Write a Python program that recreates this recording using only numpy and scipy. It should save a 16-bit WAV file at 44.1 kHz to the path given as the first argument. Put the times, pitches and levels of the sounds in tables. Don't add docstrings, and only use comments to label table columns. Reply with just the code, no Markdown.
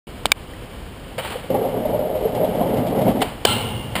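import sys
import numpy as np
from scipy import signal
from scipy.fft import rfft, irfft
from scipy.io import wavfile
from scipy.ndimage import uniform_filter1d

SR = 44100
rng = np.random.default_rng(int(sys.argv[2]) if len(sys.argv) > 2 else 0)


def pcm_store(signal):
    levels = np.round(np.clip(np.atleast_2d(signal), -1, 1) * 32767)
    wavfile.write(sys.argv[1], SR, levels.astype(np.int16).T)


def voltage_ratio(decibels):
    exponent = np.asarray(decibels, float) / 20
    return 10 ** exponent


N = 176400
T = np.arange(N) / SR


def evened(x):
    return x / np.sqrt(np.mean(x ** 2) + 1e-20)


def noise():
    return rng.standard_normal(N)


def read(points, hz):
    f, value = np.transpose(points)
    return np.interp(np.log(hz + 1), np.log(f + 1), value)


def coloured(x, points):
    gain = voltage_ratio(read(points, np.fft.rfftfreq(len(x), 1 / SR)))
    return evened(irfft(rfft(x) * gain, len(x)))


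def resonate(x, hz, width_hz):
    return signal.lfilter(*signal.iirpeak(hz, hz / max(width_hz, .5), SR), x)


def curve(points, column=1):
    rows = np.transpose(points)
    return voltage_ratio(np.interp(T, rows[0], rows[column], -120, -120))


def lumps(size):
    return evened(uniform_filter1d(uniform_filter1d(noise(), size), size))


def pulse(u):
    return u * np.exp(1 - u)


def dying(points, t60s, start_s):
    hz, t, z = signal.stft(coloured(noise(), points), SR, nperseg=256)
    t60 = np.maximum(read(t60s, hz), .05)[:, None]
    z = z * voltage_ratio(-60 * np.maximum(t - start_s, 0) / t60)
    return signal.istft(z, SR, nperseg=256)[1][:N] * np.clip((T - start_s) / 0.009, 0, 1)


def grit(per_s, spread_db):
    hits = rng.random(N) < per_s / SR
    size = voltage_ratio(spread_db * np.minimum(rng.exponential(1, N), 4))
    return hits * size * rng.choice([-1., 1.], N)


# frequency in Hz, level in dB.
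AIR_COLOUR = [(12, -40), (20, -8.5), (54, -1.5), (301, -12.5), (452, -14), (497, -12.5), (587, -16),
              (2890, -29.5), (5300, -34.5), (6000, -47), (7670, -100), (13000, -120)]


def air():
    return voltage_ratio(-35.5 + 0.54 * lumps(size=2500)) * coloured(noise(), AIR_COLOUR)


CLICK_S = [.2553, .2556, .2566, .257, .2562, .2562, .2558, .2625, .2635, .2635, .3176, .3184, .3178, .3178,
           .3176, .318, .535, .2635, .2635, .3232, .3232, .3235, .3190]
# frequency in Hz, level in dB, rise in seconds.
CLICK_PARTS = [(770, -4, 0.0007), (1450, -12, 0.00044), (3070, -16.5, 0.00073), (3730, -7.5, 0.0005),
               (2330, -14.5, 0.00086), (4600, -22, 0.0015), (5430, -17, 0.0005), (228, -18.5, 0.0017),
               (3000, -25.5, 0.00075), (4200, -22, 0.00066), (447, -8, 0.0012), (2326, 3, 0.0011),
               (3693, 2.5, 0.0013), (4630, 0, 0.00085), (1100, -2, 0.0013), (1625, -12.5, 0.0019),
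               (1900, -34, 0.0015), (1900, -24, .0006), (5200, -27, .0006), (2480, -14, .0007),
               (3600, -20, .0007), (800, -15, 0.0012), (3450, -33, 0.00049)]


def clicks():
    out = np.zeros(N)
    for s, (hz, db, rise_s) in zip(CLICK_S, CLICK_PARTS):
        t = np.maximum(T - s, 0)
        out -= voltage_ratio(db) * pulse(t / rise_s) ** 2 * np.sin(2 * np.pi * hz * t)
    return out


# time in seconds, level in dB.
DRAG_LEVEL = [
    (1.2, -43),
    (1.225, -35.5),
    (1.25, -29.5),
    (1.3, -31.5),
    (1.35, -35.5),
    (1.41, -39.5),
    (1.48, -47.5),
]
# frequency in Hz, level in dB.
DRAG_COLOUR = [(120, -38), (200, -7), (269, -17), (474, 2), (1410, -7.5), (2300, -9.5), (4400, -15.5),
               (5900, -31.5), (7670, -64), (13000, -120)]


def drag():
    slips = noise() + 0.16 * evened(grit(per_s=1400, spread_db=2.7))
    return curve(DRAG_LEVEL) * voltage_ratio(2.0 * lumps(size=250)) * coloured(slips, DRAG_COLOUR)


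# frequency in Hz, width in Hz, level in dB.
DECK_MODES = [(129.6, 33, -2), (178.8, 63, 2), (230, 79, 1.5), (452.6, 96, 1.5), (522.5, 75, 0),
              (609.6, 35.4, 0), (681.6, 56, -3.5), (776.6, 40, -5.5), (864, 24, -17), (1090, 86, -51)]


def deck(drive, weight, bright, sway):
    sway_db, modes = 1.5, []
    for k, (hz, width_hz, db) in enumerate(DECK_MODES):
        ring = evened(resonate(resonate(drive, hz, 1.39 * width_hz), hz, 1.38 * width_hz))
        modes.append(voltage_ratio(db + sway_db * np.roll(sway, k * N // len(DECK_MODES))) * ring)
    low, middle, top = sum(modes[:3]), sum(modes[3:7]), sum(modes[7:])
    return (middle + bright * top) / np.std(middle) + weight * evened(low)


# time in
# seconds, thud in dB, pitch in Hz, rattle in dB.
JOINTS = [(1.179, -15, 515, -37), (1.548, -10, 800, -45), (1.30, -32, 696, -34), (3.066, -15.5, 816, -49),
          (1.249, -28, 880, -32), (1.439, -20.5, 510, -57), (2.783, -9.5, 153, -57), (2.402, -10, 555, -53),
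          (3.085, -6.5, 193, -38), (3.165, -18, 250, -44), (3.205, -12, 276, -28.5),
          (3.113, -12.5, 800, -52), (1.354, -13, 496, -50), (1.501, -6.5, 532, -38), (1.541, -4, 578, -40),
          (1.852, -6.5, 606, -41), (1.895, -16, 647, -51), (1.93, -8.5, 588, -46), (1.944, -6.5, 610, -56),
          (1.989, -8, 563, -59), (1.695, -14, 566, -53), (2.15, -11.5, 600, -47), (2.61, -8, 702, -53),
          (2.022, -8.5, 603, -64), (2.251, -4, 462, -52), (2.348, -10.5, 588, -35.5),
          (2.429, -8.5, 598, -52), (2.444, -7.5, 630, -36.5), (2.55, -9.5, 535, -39),
          (2.668, -19, 533, -47), (2.769, -21, 606, -33), (2.865, -12, 650, -33.5), (2.984, -7.5, 540, -35),
          (3.014, -18, 667, -38), (3.063, -12, 620, -47), (3.077, -10, 637, -36.5), (3.099, -12, 650, -44)]


def joints(rattle):
    trim_db, rise_s, rattle_s, size = -7.5, 0.0051, 0.018, 3000
    out, t = np.zeros(N), np.arange(size) / SR
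    for s, thud_db, hz, rattle_db in JOINTS:
        at, u = round(s * SR), t / rise_s
        phase = 2 * np.pi * hz * t
        rock = np.sin(phase) + 0.24 * np.sin(0.408 * phase) + 0.2 * np.sin(1.45 * phase)
        shaken = np.minimum(u * 3, 1) * np.exp(-t / rattle_s) * rattle[at:at + size]
        out[at:at + size] += voltage_ratio(thud_db + trim_db) * pulse(u) ** 1.16 * rock + voltage_ratio(rattle_db) * shaken
    return out


# time in seconds, level in dB, weight of low deck modes in dB.
ROLL = [(1.49, -54, 10), (1.5, -23, -2), (1.65, -21, -9.5), (1.79, -25, -2), (1.9, -24, -5),
        (2.05, -26, -6), (2.13, -24.5, -6.5), (2.2, -24.5, -10), (2.45, -22, -4), (2.62, -21.5, -3),
        (2.78, -20.5, -3), (2.82, -22.5, -3), (3.05, -19.5, -1.5), (3.09, -16.5, -1), (3.13, -25, 1),
        (3.2, -24, 0.5), (3.24, -27, -4), (3.36, -50.5, 12)]
# frequency in Hz, level in dB.
RATTLE_COLOUR = [(530, -5.5), (900, -2), (1250, -28), (2140, -7.5), (2330, -18), (3050, -15), (5900, -23),
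                 (7670, -67), (13000, -120)]


def rolling():
    smooth_share, lump_db = .62, 1.2
    lump = lumps(size=350)
    sway = evened(uniform_filter1d(lump, size=1500))
    bumps = evened(grit(per_s=900, spread_db=1.6))
    drive = ((1 - smooth_share) * bumps + smooth_share * noise()) * voltage_ratio(lump_db * lump)
    level = curve(ROLL)
    bright = np.minimum(level / voltage_ratio(-17.5), 2) ** 0.83
    wood = deck(drive, curve(ROLL, column=2), bright, sway)
    rattle = coloured(noise(), RATTLE_COLOUR)
    return level * (wood + voltage_ratio(-22 + 2.0 * lumps(size=300)) * rattle) + joints(rattle)


KNOCK_S = [1.1795, 3.216, 3.9533, 3.96]
# level in dB, burst in seconds, echo in dB.
KNOCKS = [
    (-23, 0.027, -18),
    (-16.5, 0.016, -12),
    (-16.5, 0.0059, -7.5),
    (-18.5, 0.0073, -19),
]
# frequency in Hz, level in dB.
KNOCK_COLOURS = [
    [(88, -46), (150, -29), (545, 1), (1270, -12.5), (1920, -12), (2240, -12.5), (4690, -22.5), (5900, -35),
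     (7670, -70), (13000, -120)],
    [(88, -31), (150, -17), (482, -8), (741, -1), (1310, -11), (3500, -15.5), (4760, -17.5), (5900, -31),
     (7670, -66), (13000, -120)],
    [(88, -24), (150, 8.5), (1530, -1.5), (1920, 1), (2210, -0.5), (2650, -5), (4830, -8.5), (5900, -33),
     (7670, -69), (13000, -120)],
]
# frequency in Hz, t60 in seconds.
ECHO_T60 = [(200, 1), (1000, 0.68), (3000, .55), (5500, 0.39)]


def knocks():
    out, echo_lag_s = np.zeros(N), 0.024
    for s, (db, burst_s, echo_db), colour in zip(KNOCK_S, KNOCKS, KNOCK_COLOURS + KNOCK_COLOURS[-1:]):
        u = np.maximum(T - s, 0) / burst_s
        chatter = coloured(noise() + 0.5 * evened(grit(per_s=3700, spread_db=7.1)), colour)
        burst = np.minimum(u * 10, 1) * np.exp(-u ** 2.5) * chatter
        bounce = 0.21 * np.roll(burst, 60)
        swell = np.clip((T - s) / echo_lag_s, .35, 1)
        out += voltage_ratio(db) * (burst + bounce + voltage_ratio(echo_db) * swell * dying(colour, ECHO_T60, s))
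    return out


# lag in seconds, frequency in Hz, level in dB, rise in seconds.
SLAM = [(.0012, 470, -5, 0.0022), (.0012, 770, -7, 0.0022), (0.00356, 910, -13.5, 0.0029),
        (0.00295, 1330, -23, .0015), (.001, 3085, -13, 0.0018), (0.00053, 3600, -13, .0016),
        (0.001, 4700, -13, 0.0017), (.0007, 5200, -14.5, .0017), (0.0072, 1600, -5, .0015),
        (0.00083, 2440, -13.5, 0.0013)]


def slam(t):
    out = np.zeros(N)
    for lag_s, hz, db, rise_s in SLAM:
        since = np.maximum(t - lag_s, 0)
        out += voltage_ratio(db) * pulse(since / rise_s) ** 2 * np.sin(2 * np.pi * hz * since)
    return out


RAIL_HZ = [114, 198, 226, 842, 987, 2104, 2780, 2825, 2947, 3122, 3408, 3770, 4100, 1351]
# level in dB, t60 in seconds.
RAIL_MODES = [(-3, 6.1), (-10, 2.8), (-2, 1.2), (-3.5, 1.3), (-5, 0.6), (-10, 1.1), (-19.5, 2.2),
              (-18, 2.1), (-3, 0.43), (-7, 0.4), (-24, 0.41), (-8.5, 0.6), (-1.5, 0.4), (-4, 0.7)]
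# frequency in Hz, width in Hz, level in dB, t60 in seconds.
SHIMMER = [(2840, 260, -33, 0.97), (3130, 240, -33, 0.35), (3440, 180, -29, 0.34), (4100, 250, -35, .4)]


def rail_modes(t):
    waver_db, waver_hz, ring_db, sing_db = 4.0, 9, -28, -26.5
    shake, out = noise() * voltage_ratio(0.64 * lumps(size=300)), np.zeros(N)
    for hz, (db, t60) in zip(RAIL_HZ, RAIL_MODES):
        sing = evened(resonate(shake, hz, 22 + 0.006 * hz))
        cycles = hz * t + waver_hz * np.cumsum(lumps(size=700)) / SR + rng.random()
        ring = voltage_ratio(waver_db * lumps(size=900)) * np.sin(2 * np.pi * cycles)
        out += voltage_ratio(db - 60 * t / t60) * (voltage_ratio(ring_db) * ring + voltage_ratio(sing_db) * sing)
    for hz, width_hz, db, t60 in SHIMMER:
        out += voltage_ratio(db - 60 * t / t60) * evened(resonate(resonate(shake, hz, width_hz), hz, width_hz))
    return out


# frequency in Hz, level in dB.
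CRACK_COLOUR = [(88, -45), (150, -38), (545, 1), (1160, -5), (2690, -14), (3090, -11), (5300, -11),
                (5900, -53), (7670, -69), (13000, -120)]
# frequency in Hz, level in dB.
SLIDE_COLOUR = [(35, -56), (60, -29), (113, -19), (230, -57), (394, -10), (817, -12), (1860, -18.5),
                (2650, -18), (4300, -14), (5900, -23.5), (7670, -71), (13000, -120)]
# frequency in Hz, t60 in seconds.
SLIDE_T60 = [(100, 0.72), (500, 2.5), (1500, 0.82), (3000, 0.97), (5500, 0.2)]


def rail():
    clang_s, crack_s, crack_db, slide_db = 3.4497, .011, -13, -22
    t = np.maximum(T - clang_s, 0)
    blow = np.minimum(t / 0.0011, 1)
    crack = voltage_ratio(crack_db) * np.exp(-t / crack_s) * coloured(noise(), CRACK_COLOUR)
    scrape = voltage_ratio(slide_db + 0.62 * lumps(size=200)) * dying(SLIDE_COLOUR, SLIDE_T60, clang_s)
    return slam(t) + blow * (crack + rail_modes(t)) + scrape


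def scene():
    return (air() + clicks() + drag() + rolling() + knocks() + rail())[None]


# frequency in Hz, width in Hz, level in dB.
CASE = [(3014, 390, 3), (2320, 118, -5.5)]


def case(x):
    return x + sum(voltage_ratio(db) * resonate(x, hz, width_hz) for hz, width_hz, db in CASE)


def overload(x):
    duck_db, duck_s = -10, 0.013
    loud = signal.lfilter([1], [1, -np.exp(-1 / (duck_s * SR))], np.abs(x) > 1.1)
    amount = np.minimum(np.roll(loud, 130) / 8, 1)
    return x * voltage_ratio(duck_db * uniform_filter1d(amount, 100))


def sample_and_hold(x):
    slow_hz, hold, clip, edge_hz = 12000, 4, 1.15, 15300
    slow = np.clip(signal.resample(x, N * slow_hz // SR), -clip, clip)
    held = signal.resample(np.repeat(slow, hold), N)
    held = held * np.clip((T - .0693) / 0.0014, 0, 1)
    band = signal.firwin(511, edge_hz, window=("kaiser", 8), fs=SR)
    return signal.oaconvolve(held, band, "same")


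def band_limit(x):
    return signal.sosfilt(signal.butter(12, 15900, fs=SR, output="sos"), x)


def record(dry):
    x = signal.sosfilt(signal.butter(8, 5500, fs=SR, output="sos"), case(dry[0]))
    held = sample_and_hold(overload(x))
    return band_limit(np.clip(held, -1, 1)[None])


dry = scene()
out = record(dry)
pcm_store(out)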